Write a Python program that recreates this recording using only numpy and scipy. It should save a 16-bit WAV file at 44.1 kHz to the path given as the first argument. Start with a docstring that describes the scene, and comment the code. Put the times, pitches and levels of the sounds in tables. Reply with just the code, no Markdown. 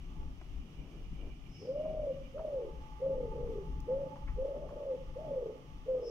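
"""Pigeon at a railway platform

A pigeon coos low, arching notes in a walled cutting: nearly pure tones that break into throaty flutter.
The walls return each coo as a slap and a short tail of scattered noise echoes.
Two thin bird calls mix a whistle with a buzz of narrow noise; light scuffs are short resonant noise bursts.
Behind lie a faint far whine (tone plus noise), a low rumble, a dull knock, and air and leaf hiss, all shaped noise."""
import sys
import numpy as np
from scipy import signal
from scipy.fft import rfft, irfft, next_fast_len
from scipy.io import wavfile

SR = 44100
rng = np.random.default_rng(int(sys.argv[2]) if len(sys.argv) > 2 else 0)


def master_out(mix):
    """Clip the mix to full scale and print it as 16-bit PCM to the path in sys.argv[1]."""
    frames = np.transpose(np.atleast_2d(mix))
    ceiling = np.clip(frames, -1, 1)
    pcm = np.round(ceiling * 32767).astype(np.int16)
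    wavfile.write(sys.argv[1], SR, pcm)


N = 269010
T = np.arange(N) / SR
SIZE = next_fast_len(N + SR // 10, real=True)  # padded, so that filter tails do not wrap round
FREQS = np.fft.rfftfreq(SIZE, 1 / SR)

# Coos, each an arch of pitch; a fall shape over 1 holds the crest longer.
# Each row: start, crest and end in seconds, start, crest and end pitch in Hz before the scoop, fall shape,
# attack in seconds, first and last base level in dB, strain at the crest from 0 to 1.
COO_ROWS = [(1.583, 1.889, 2.11, 353.2, 629.4, 524.4, 2.65, 0.074, -39.5, -38.5, 0),
            (2.33, 2.417, 2.696, 487, 644.2, 383.6, 1.33, 0.054, -39, -39, 0),
            (2.997, 3.064, 3.292, 504, 540.6, 438.3, 2, 0.036, -36.5, -41.5, 0.05),
            (3.29, 3.414, 3.625, 439.5, 484, 373.7, 1.7, 0.065, -40, -38.5, 0.07),
            (3.866, 4.057, 4.074, 483.8, 564.2, 534, 2.3, 0.031, -33.5, -44, 0),
            (4.355, 4.651, 4.95, 496, 586.4, 494.7, 3, 0.045, -40, -39, 1),
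            (5.148, 5.244, 5.513, 474, 648.7, 427, 0.72, 0.026, -42.5, -37, 0.75),
            (5.855, 5.9, 6.205, 500, 524.3, 419.6, 1.25, 0.041, -36, -42, 0.01)]
# Brief catches in the voice, all equally deep. Each entry: time in seconds.
CATCH_TIMES_S = [1.669, 1.734, 3.09, 3.148, 3.175, 3.424, 4.056, 4.861, 5.355, 5.404, 6.009]
# What the crop lets through. Each row: frequency in Hz, gain in dB.
CROP_GAIN_DB = [(100, -8), (160, -6.5), (205, -16.5), (280, -4), (335, -6), (400, 1), (645, -2.5),
                (700, -12.5), (770, -1), (950, -8), (1150, -3.5), (1600, -11)]
SCOOP_HZ, SCOOP_S = 84.7, 0.01335  # every coo slides in from below
# Near the pitch the swollen crop favours, the note is loud and pure.
SWEET_HZ, SWEET_WIDTH_HZ, SWEET_DB, SWEET_ROUGH, PLAIN_ROUGH = 523.6, 20.6, 4.5, 0.021, 0.34
# At low pitch the voice goes slack: weaker and rougher.
SLACK_HZ, SLACK_RANGE_HZ, SLACK_DB, SLACK_ROUGH = 518.5, 82, -7.5, 0.46
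# Strain at the crest chokes the note and breaks it into flutter.
STRAIN_DB, STRAIN_ROUGH, STRAIN_POWER = -9, 0.8, 3.1
CATCH_DEPTH, CATCH_S, RELEASE_S = 0.98, 0.0047, 0.022
THROB_HZ, THROB_DB, THROB_JITTER = 29.08, 3, 0.4
FLUTTER_HZ, FLUTTER_JITTER, FLUTTER_JITTER_HZ = 52, 0.2963, 35.24
FLUTTER_DEPTH, FLUTTER_BEND_RAD, RASP = 0.62, 0.08, 0.95  # at full roughness

# Thin calls of a small bird.
# Each row: peak in seconds, level in dB before placing, rise and fall in seconds, buzz up to the peak from 0 to 1.
TWEET_ROWS = [(1.57, -65.5, 0.068, 0.093, 0.68), (6.086, -56.5, 0.049, 0.11, 0.5)]
# After its peak a call breaks up into a lower buzz.
TWEET_HZ, BUZZ_HZ, LOW_BUZZ_HZ, BREAK_S, BROKEN_BUZZ = 5214, 5490, 5050, 0.044, 0.97

# Light scuffs and ticks. Each row: time in seconds, level in dB, centre in Hz, width in Hz,
# 60 dB decay in seconds, left minus right in dB.
SCUFF_ROWS = [(0.414, -46.5, 615, 990, 0.02, 1), (1.853, -55, 1040, 290, 0.089, -5),
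              (2.38, -55, 1180, 450, .03, 3), (2.392, -48, 860, 439, 0.087, -3),
              (3.803, -58.5, 5340, 2160, .013, 16), (3.8054, -57, 12500, 6000, 0.0068, -4),
              (4.157, -51, 860, 397, 0.098, 4), (4.275, -53.5, 2050, 600, 0.16, -2),
              (4.278, -55, 1194, 300, 0.15, -8), (4.69, -53.5, 1030, 299, 0.18, -1)]

# Swells of the far whine. Each row: peak in seconds, level in dB before placing, rise and fall in seconds.
WHINE_SWELLS = [(0.19, -67.5, 0.079, 0.097), (2.95, -62, 0.45, 2.6), (3.35, -57.5, 0.16, 0.075),
                (3.86, -57.5, 0.067, 0.1), (4.14, -58, 0.1, 0.074), (5.25, -55.5, 0.068, 0.1),
                (6.03, -70, 0.082, 0.23)]
# Hiss around the whine. Each row: frequency in Hz, relative gain in dB.
WHINE_HISS_DB = [(750, -5.5), (900, -5), (1050, 1), (1200, 9), (1450, -13), (2100, -5.5), (2700, -36.5)]
WHINE_HZ, WHINE_WAVER_HZ, WHINE_WAVER_DB = 862, 31, 2.5

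# Gusts on the microphone. Each row: peak in seconds, level in dB before the rumble gains, rise and fall in seconds.
GUST_SWELLS = [(0.21, -42, 0.15, 0.13), (1.12, -45.5, 0.16, 0.29), (1.94, -48, 0.06, 0.3),
               (2.68, -50, 0.082, 0.29), (3.43, -49, 0.18, 0.16), (3.77, -42.5, 0.18, 0.076),
               (4.31, -41, 0.086, 0.2), (5.08, -48.5, 0.086, 0.24), (5.72, -52, 0.06, 0.2)]
# Colour of the buffeting. Each row: frequency in Hz, relative gain in dB.
BUFFET_COLOUR_DB = [(8.8, -35), (15, 0), (38, -0.5), (57, -3), (92, -17.5), (120, -24), (160, -51.5),
                    (260, -120)]
# Colour of the low hum. Each row: frequency in Hz, relative gain in dB.
HUM_COLOUR_DB = [(53, -36.5), (90, -0.5), (108, -5), (151, 3), (172, 0), (199, -8.5), (275, -3.5),
                 (325, -12.5), (420, -17), (720, -120)]
# Course of the low hum, with throaty husk beneath some coos.
# Each row: time in seconds, level in dB before waver and channel gains.
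HUM_LEVEL_DB = [(0, -54.5), (1.15, -52), (1.55, -55), (1.93, -50.5), (2.6, -57.5), (3.45, -49), (4.6, -55),
                (5.3, -54.5), (6.1, -60)]
GUST_WAVER_HZ, GUST_WAVER_DB = 11, 1.35
BREEZE_DB, BREEZE_WAVER_HZ, BREEZE_WAVER_DB = -53.5, 5.7, 4.5  # light air between gusts, before rumble gains
HUM_WAVER_HZ, HUM_WAVER_DB = 7.2, 1.74

# Steady outdoor air. Each row: frequency in Hz, relative gain in dB.
AIR_COLOUR_DB = [(200, -8.5), (400, -9), (800, -7.5), (1000, -12.5), (1200, -9.5), (1550, -19),
                 (2100, -14.5), (2400, -14.5), (3000, -10.5), (4000, -24), (5900, -20.5), (7400, -31),
                 (10000, -32.5), (15500, -35.5)]
# Balance of the air. Each row: frequency in Hz, left minus right in dB.
AIR_BALANCE_DB = [(100, -1), (380, 2.5), (700, -4), (1300, -1), (2400, -6), (4400, -4), (8000, 0),
                  (15000, 2)]
# Faint dull swells, and the short thud of a knock at 0.42 s.
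# Each row: peak in seconds, level in dB, rise and fall in seconds.
DULL_SWELLS = [(0.22, -60, 0.029, 0.062), (0.42, -56.5, 0.01, 0.012), (0.95, -59, 0.28, 0.12),
               (1.245, -53.5, 0.062, 0.07)]
# Stirs of leaves. Each row: peak in seconds, level in dB before waver and channel gains, rise and fall in seconds.
LEAF_SWELLS = [(0.01, -66, 0.1, 0.08), (0.8, -66, 0.36, 0.44), (1.4, -66, 0.63, 0.99),
               (2.25, -66, 0.26, 0.13)]
# Colour of the leaves. Each row: frequency in Hz, relative gain in dB.
LEAF_COLOUR_DB = [(1700, -38.5), (2100, -17.5), (2350, 2.5), (2600, -12.5), (2900, 3), (3200, -13.5),
                  (3700, -37)]
TOP_HZ = 15750


def pigeon():
    """The coos through the crop, their slap off the far wall and their tail along the platform."""
    catches = sum(np.exp(-((T - s) / CATCH_S) ** 2) for s in CATCH_TIMES_S)
    flow = 1 - CATCH_DEPTH * catches
    song = flow * sum(coo(row) for row in COO_ROWS)
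    voice = colour(song, undb(over_hz(CROP_GAIN_DB)))
    slap = np.interp(T - 0.098, T, voice, left=0)  # 98 ms later
    tail = cutting(voice, t60_s=0.65, gap_s=0.034, width=0.49)
    direct = undb(2.5) * place(voice, 0.3, lag_ms=0.14)
    return direct + undb(-12.5) * place(slap, 0, lag_ms=0.082) + undb(-11) * tail


def coo(row):
    """A nearly pure tone; a fast uneven flutter chops and bends it as the voice roughens."""
    hz, gain, rough = gesture(*row)
    flutter_hz = FLUTTER_HZ * (1 + FLUTTER_JITTER * wander(FLUTTER_JITTER_HZ))
    beat = turn(flutter_hz)
    phase = turn(hz) + FLUTTER_BEND_RAD * rough * np.sin(beat)
    chop = 1 + FLUTTER_DEPTH * rough * np.cos(beat)
    # no two cycles are alike when the voice is rough
    scatter = RASP * rough * (wander(130) * np.sin(phase) + wander(110) * np.cos(phase))
    # roughness spreads the power without adding to it
    power = 1 + (FLUTTER_DEPTH * rough) ** 2 / 2 + 2 * (RASP * rough) ** 2
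    tone = (chop * np.sin(phase) + scatter) * np.sqrt(2 / power)
    half = undb(-22) * rough * np.sin(phase / 2)
    second = undb(-40) * np.sin(2 * phase)
    # turbulent air in the throat, mostly below the note
    breath = undb(-13.5) * noise(band(330, 450)) + undb(-26) * noise(band(590, 430))
    husk = (0.37 + rough) * breath
    return (tone + chop * (half + second + husk)) * gain * throb(rough)


def gesture(start, crest, end, start_hz, crest_hz, end_hz, fall_shape, attack_s, first_db, last_db, strain):
    """Pitch, gain and roughness of one coo: the pitch arches, and loudness and roughness follow it."""
    rise = np.clip((crest - T) / (crest - start), 0, 1)
    fall = np.clip((T - crest) / (end - crest), 0, 1)
    hz = crest_hz - (crest_hz - start_hz) * rise ** 2 - (crest_hz - end_hz) * fall ** fall_shape
    hz = hz - SCOOP_HZ * np.exp(-np.maximum(T - start, 0) / SCOOP_S)

    sweet = 1 / (1 + ((hz - SWEET_HZ) / SWEET_WIDTH_HZ) ** 2)
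    slack = np.clip((SLACK_HZ - hz) / SLACK_RANGE_HZ, 0, 1)
    height = np.clip((hz - end_hz) / (crest_hz - end_hz), 0, 1)
    forced = strain * height ** STRAIN_POWER

    rough = SWEET_ROUGH * sweet + PLAIN_ROUGH * (1 - sweet)
    rough = rough + SLACK_ROUGH * slack + STRAIN_ROUGH * forced
    db = np.interp(T, [start, end], [first_db, last_db])
    db = db + SWEET_DB * sweet + SLACK_DB * slack + STRAIN_DB * forced
    attack = np.clip((T - start) / attack_s, 0, 1)
    release = np.clip(1 - (T - end) / RELEASE_S, 0, 1)
    return hz, attack * release * undb(db), np.clip(rough, 0, 1)


def throb(rough):
    """Gain of the slow, uneven pulsing of the throat, deeper the rougher the voice."""
    cycle = turn(THROB_HZ * (1 + THROB_JITTER * wander(20)))
    return undb(THROB_DB * np.sqrt(rough) * np.cos(cycle))


def cutting(x, t60_s, gap_s, width):
    """Scattered echoes as decaying stereo noise after a short gap."""
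    t = T[:SR]
    fade = np.exp(-np.log(1000) * t / t60_s) * (t > gap_s)
    mid, side = rng.standard_normal((2, SR)) * fade / np.sqrt(np.sum(fade ** 2))
    echoes = np.array([mid + width * side, mid - width * side])
    return signal.fftconvolve(x[None], echoes, axes=1)[:, :N]


def small_bird():
    """High wavering whistles with a buzzy edge of narrow noise, smeared by the trees."""
    song = 0
    for peak_s, db, rise_s, fall_s, first_buzz in TWEET_ROWS:
        broken = np.clip((T - peak_s) / BREAK_S, 0, 1)
        buzz = np.clip(first_buzz * (1 - broken) + BROKEN_BUZZ * broken, 0, 1)
        whistle = np.sin(turn(TWEET_HZ + 70 * buzz * wander(170)))
        edge = np.sqrt(1 - broken) * noise(band(BUZZ_HZ, 800))
        edge = edge + np.sqrt(broken) * noise(band(LOW_BUZZ_HZ, 850))
        call = np.sqrt(2 - 2 * buzz ** 2) * whistle + buzz * edge
        song = song + call * swell(peak_s, db, rise_s, fall_s)
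    smear = cutting(song, t60_s=0.51, gap_s=0.012, width=1)
    return undb(-3.5) * place(song, -1, lag_ms=0.035) + undb(-1.5) * smear


def scuffs():
    """Short gritty contacts, each a decaying noise burst in one broad resonance."""
    out = 0
    for s, db, hz, width_hz, t60_s, pan_db in SCUFF_ROWS:
        decay = (T >= s) * np.exp(-np.log(1000) * np.abs(T - s) / t60_s)
        burst = rng.standard_normal(N) * decay
        contact = colour(burst, unit(band(hz, width_hz))) * undb(db)
        out = out + place(contact, pan_db, lag_ms=-0.12)
    return out


def whine():
    """A faint far note, a wavering sine with narrow noise, swells and fades with some hiss around it."""
    tone = np.sqrt(2) * np.sin(turn(WHINE_HZ + 5 * wander(13.1)))
    tone = 0.9 * tone + 0.42 * noise(band(WHINE_HZ, 32))
    level = swells(WHINE_SWELLS)
    size = level * undb(WHINE_WAVER_DB * wander(WHINE_WAVER_HZ))
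    hiss = stereo_noise(undb(over_hz(WHINE_HISS_DB)), lag_ms=-0.3, diffuse=0.38)
    # the hiss swells less than the note does
    hiss = hiss * undb(-64) * (size / np.max(level)) ** 0.3
    return place(tone * size, -10.5, lag_ms=-0.17) + hiss * undb(np.array([[-5], [3]]))


def rumble():
    """Air buffets the microphone over a low hum with husk beneath some coos, both as low shaped noise."""
    gusts = swells(GUST_SWELLS) * undb(GUST_WAVER_DB * wander(GUST_WAVER_HZ))
    breeze = undb(BREEZE_DB + BREEZE_WAVER_DB * wander(BREEZE_WAVER_HZ))
    wind = np.hypot(gusts, breeze)
    buffeting = spread(undb(over_hz(BUFFET_COLOUR_DB)), 0.28) * wind * undb(1.7)
    hum_db = np.interp(T, *np.transpose(HUM_LEVEL_DB)) + HUM_WAVER_DB * wander(HUM_WAVER_HZ)
    hum = spread(undb(over_hz(HUM_COLOUR_DB)), 0.14) * undb(hum_db)
    return (buffeting + hum) * undb(np.array([[1.5], [-1.8]]))


def air():
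    """Wide steady hiss, dull swells and a knock, and leaves that rustle on the right, all shaped noise."""
    hiss = stereo_noise(undb(over_hz(AIR_COLOUR_DB)), lag_ms=-0.16, diffuse=1.97)
    hiss = hiss * undb(-64 + 0.61 * wander(11))
    hiss = colour(hiss, undb(np.array([[1], [-1]]) * over_hz(AIR_BALANCE_DB) / 2))
    dull = spread(band(326, 294), 0.24) * swells(DULL_SWELLS)
    leaves = stereo_noise(undb(over_hz(LEAF_COLOUR_DB)), lag_ms=-0.07, diffuse=1)
    leaves = leaves * undb(3.25 * wander(19)) * swells(LEAF_SWELLS)
    return hiss + dull + leaves * undb(np.array([[-16], [-1]]))


def swell(peak_s, db, rise_s, fall_s):
    """A gain that grows smoothly to its peak and dies away."""
    return undb(db) * np.exp(-((T - peak_s) / np.where(T < peak_s, rise_s, fall_s)) ** 2)


def swells(rows):
    """The gain of several swells, added in power."""
    return np.sqrt(sum(swell(*row) ** 2 for row in rows))


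def turn(hz):
    """Phase in radians of a changing frequency."""
    return 2 * np.pi * np.cumsum(hz) / SR


def noise(gain):
    """Noise of rms 1, coloured by a gain per frequency."""
    return unit(colour(rng.standard_normal(SIZE), gain))


def wander(rate_hz):
    """Smooth chance with spread 1: noise below about rate_hz."""
    return noise(np.exp(-(FREQS / rate_hz) ** 2))


def spread(gain, width):
    """Stereo noise: a shared part and an opposed part."""
    return noise(gain) + width * np.array([[1], [-1]]) * noise(gain)


def stereo_noise(gain, lag_ms, diffuse):
    """Noise from one direction plus a share from all around."""
    around = np.array([noise(gain), noise(gain)])
    return (place(noise(gain), 0, lag_ms) + diffuse * around) / np.sqrt(1 + diffuse ** 2)


def place(x, pan_db, lag_ms):
    """Two channels: left minus right is pan_db, and the left lags by lag_ms (leads if negative)."""
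    return np.array([delay(x, lag_ms) * undb(pan_db / 2), x * undb(-pan_db / 2)])


def delay(x, ms):
    """Shift in time by a phase slope over frequency."""
    return colour(x, np.exp(-2j * np.pi * FREQS * ms / 1000))


def colour(x, gain):
    """Filter by a gain per frequency."""
    return irfft(rfft(x, SIZE) * gain, SIZE)[..., :N]


def band(hz, width_hz):
    """Gain of a steep resonance."""
    return 1 / (1 + ((FREQS ** 2 - hz ** 2) / (width_hz * FREQS + 1)) ** 2)


def over_hz(points):
    """A (Hz, value) table at every frequency, interpolated over log frequency."""
    hz, value = np.transpose(points)
    return np.interp(np.log(FREQS + 1), np.log(hz), value)


def undb(db):
    """Decibels to gain."""
    return 10 ** (np.asarray(db) / 20)


def unit(x):
    """Scale to rms 1."""
    return x / np.sqrt(np.mean(x ** 2))


def scene():
    """Everything heard from the platform."""
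    return pigeon() + small_bird() + scuffs() + whine() + rumble() + air()


def record(dry):
    """The recorder cuts the top: a steep elliptic low-pass."""
    lowpass = signal.ellip(10, 0.2, 70, TOP_HZ, fs=SR, output="sos")
    return signal.sosfilt(lowpass, dry)


dry = scene()
out = record(dry)
master_out(out)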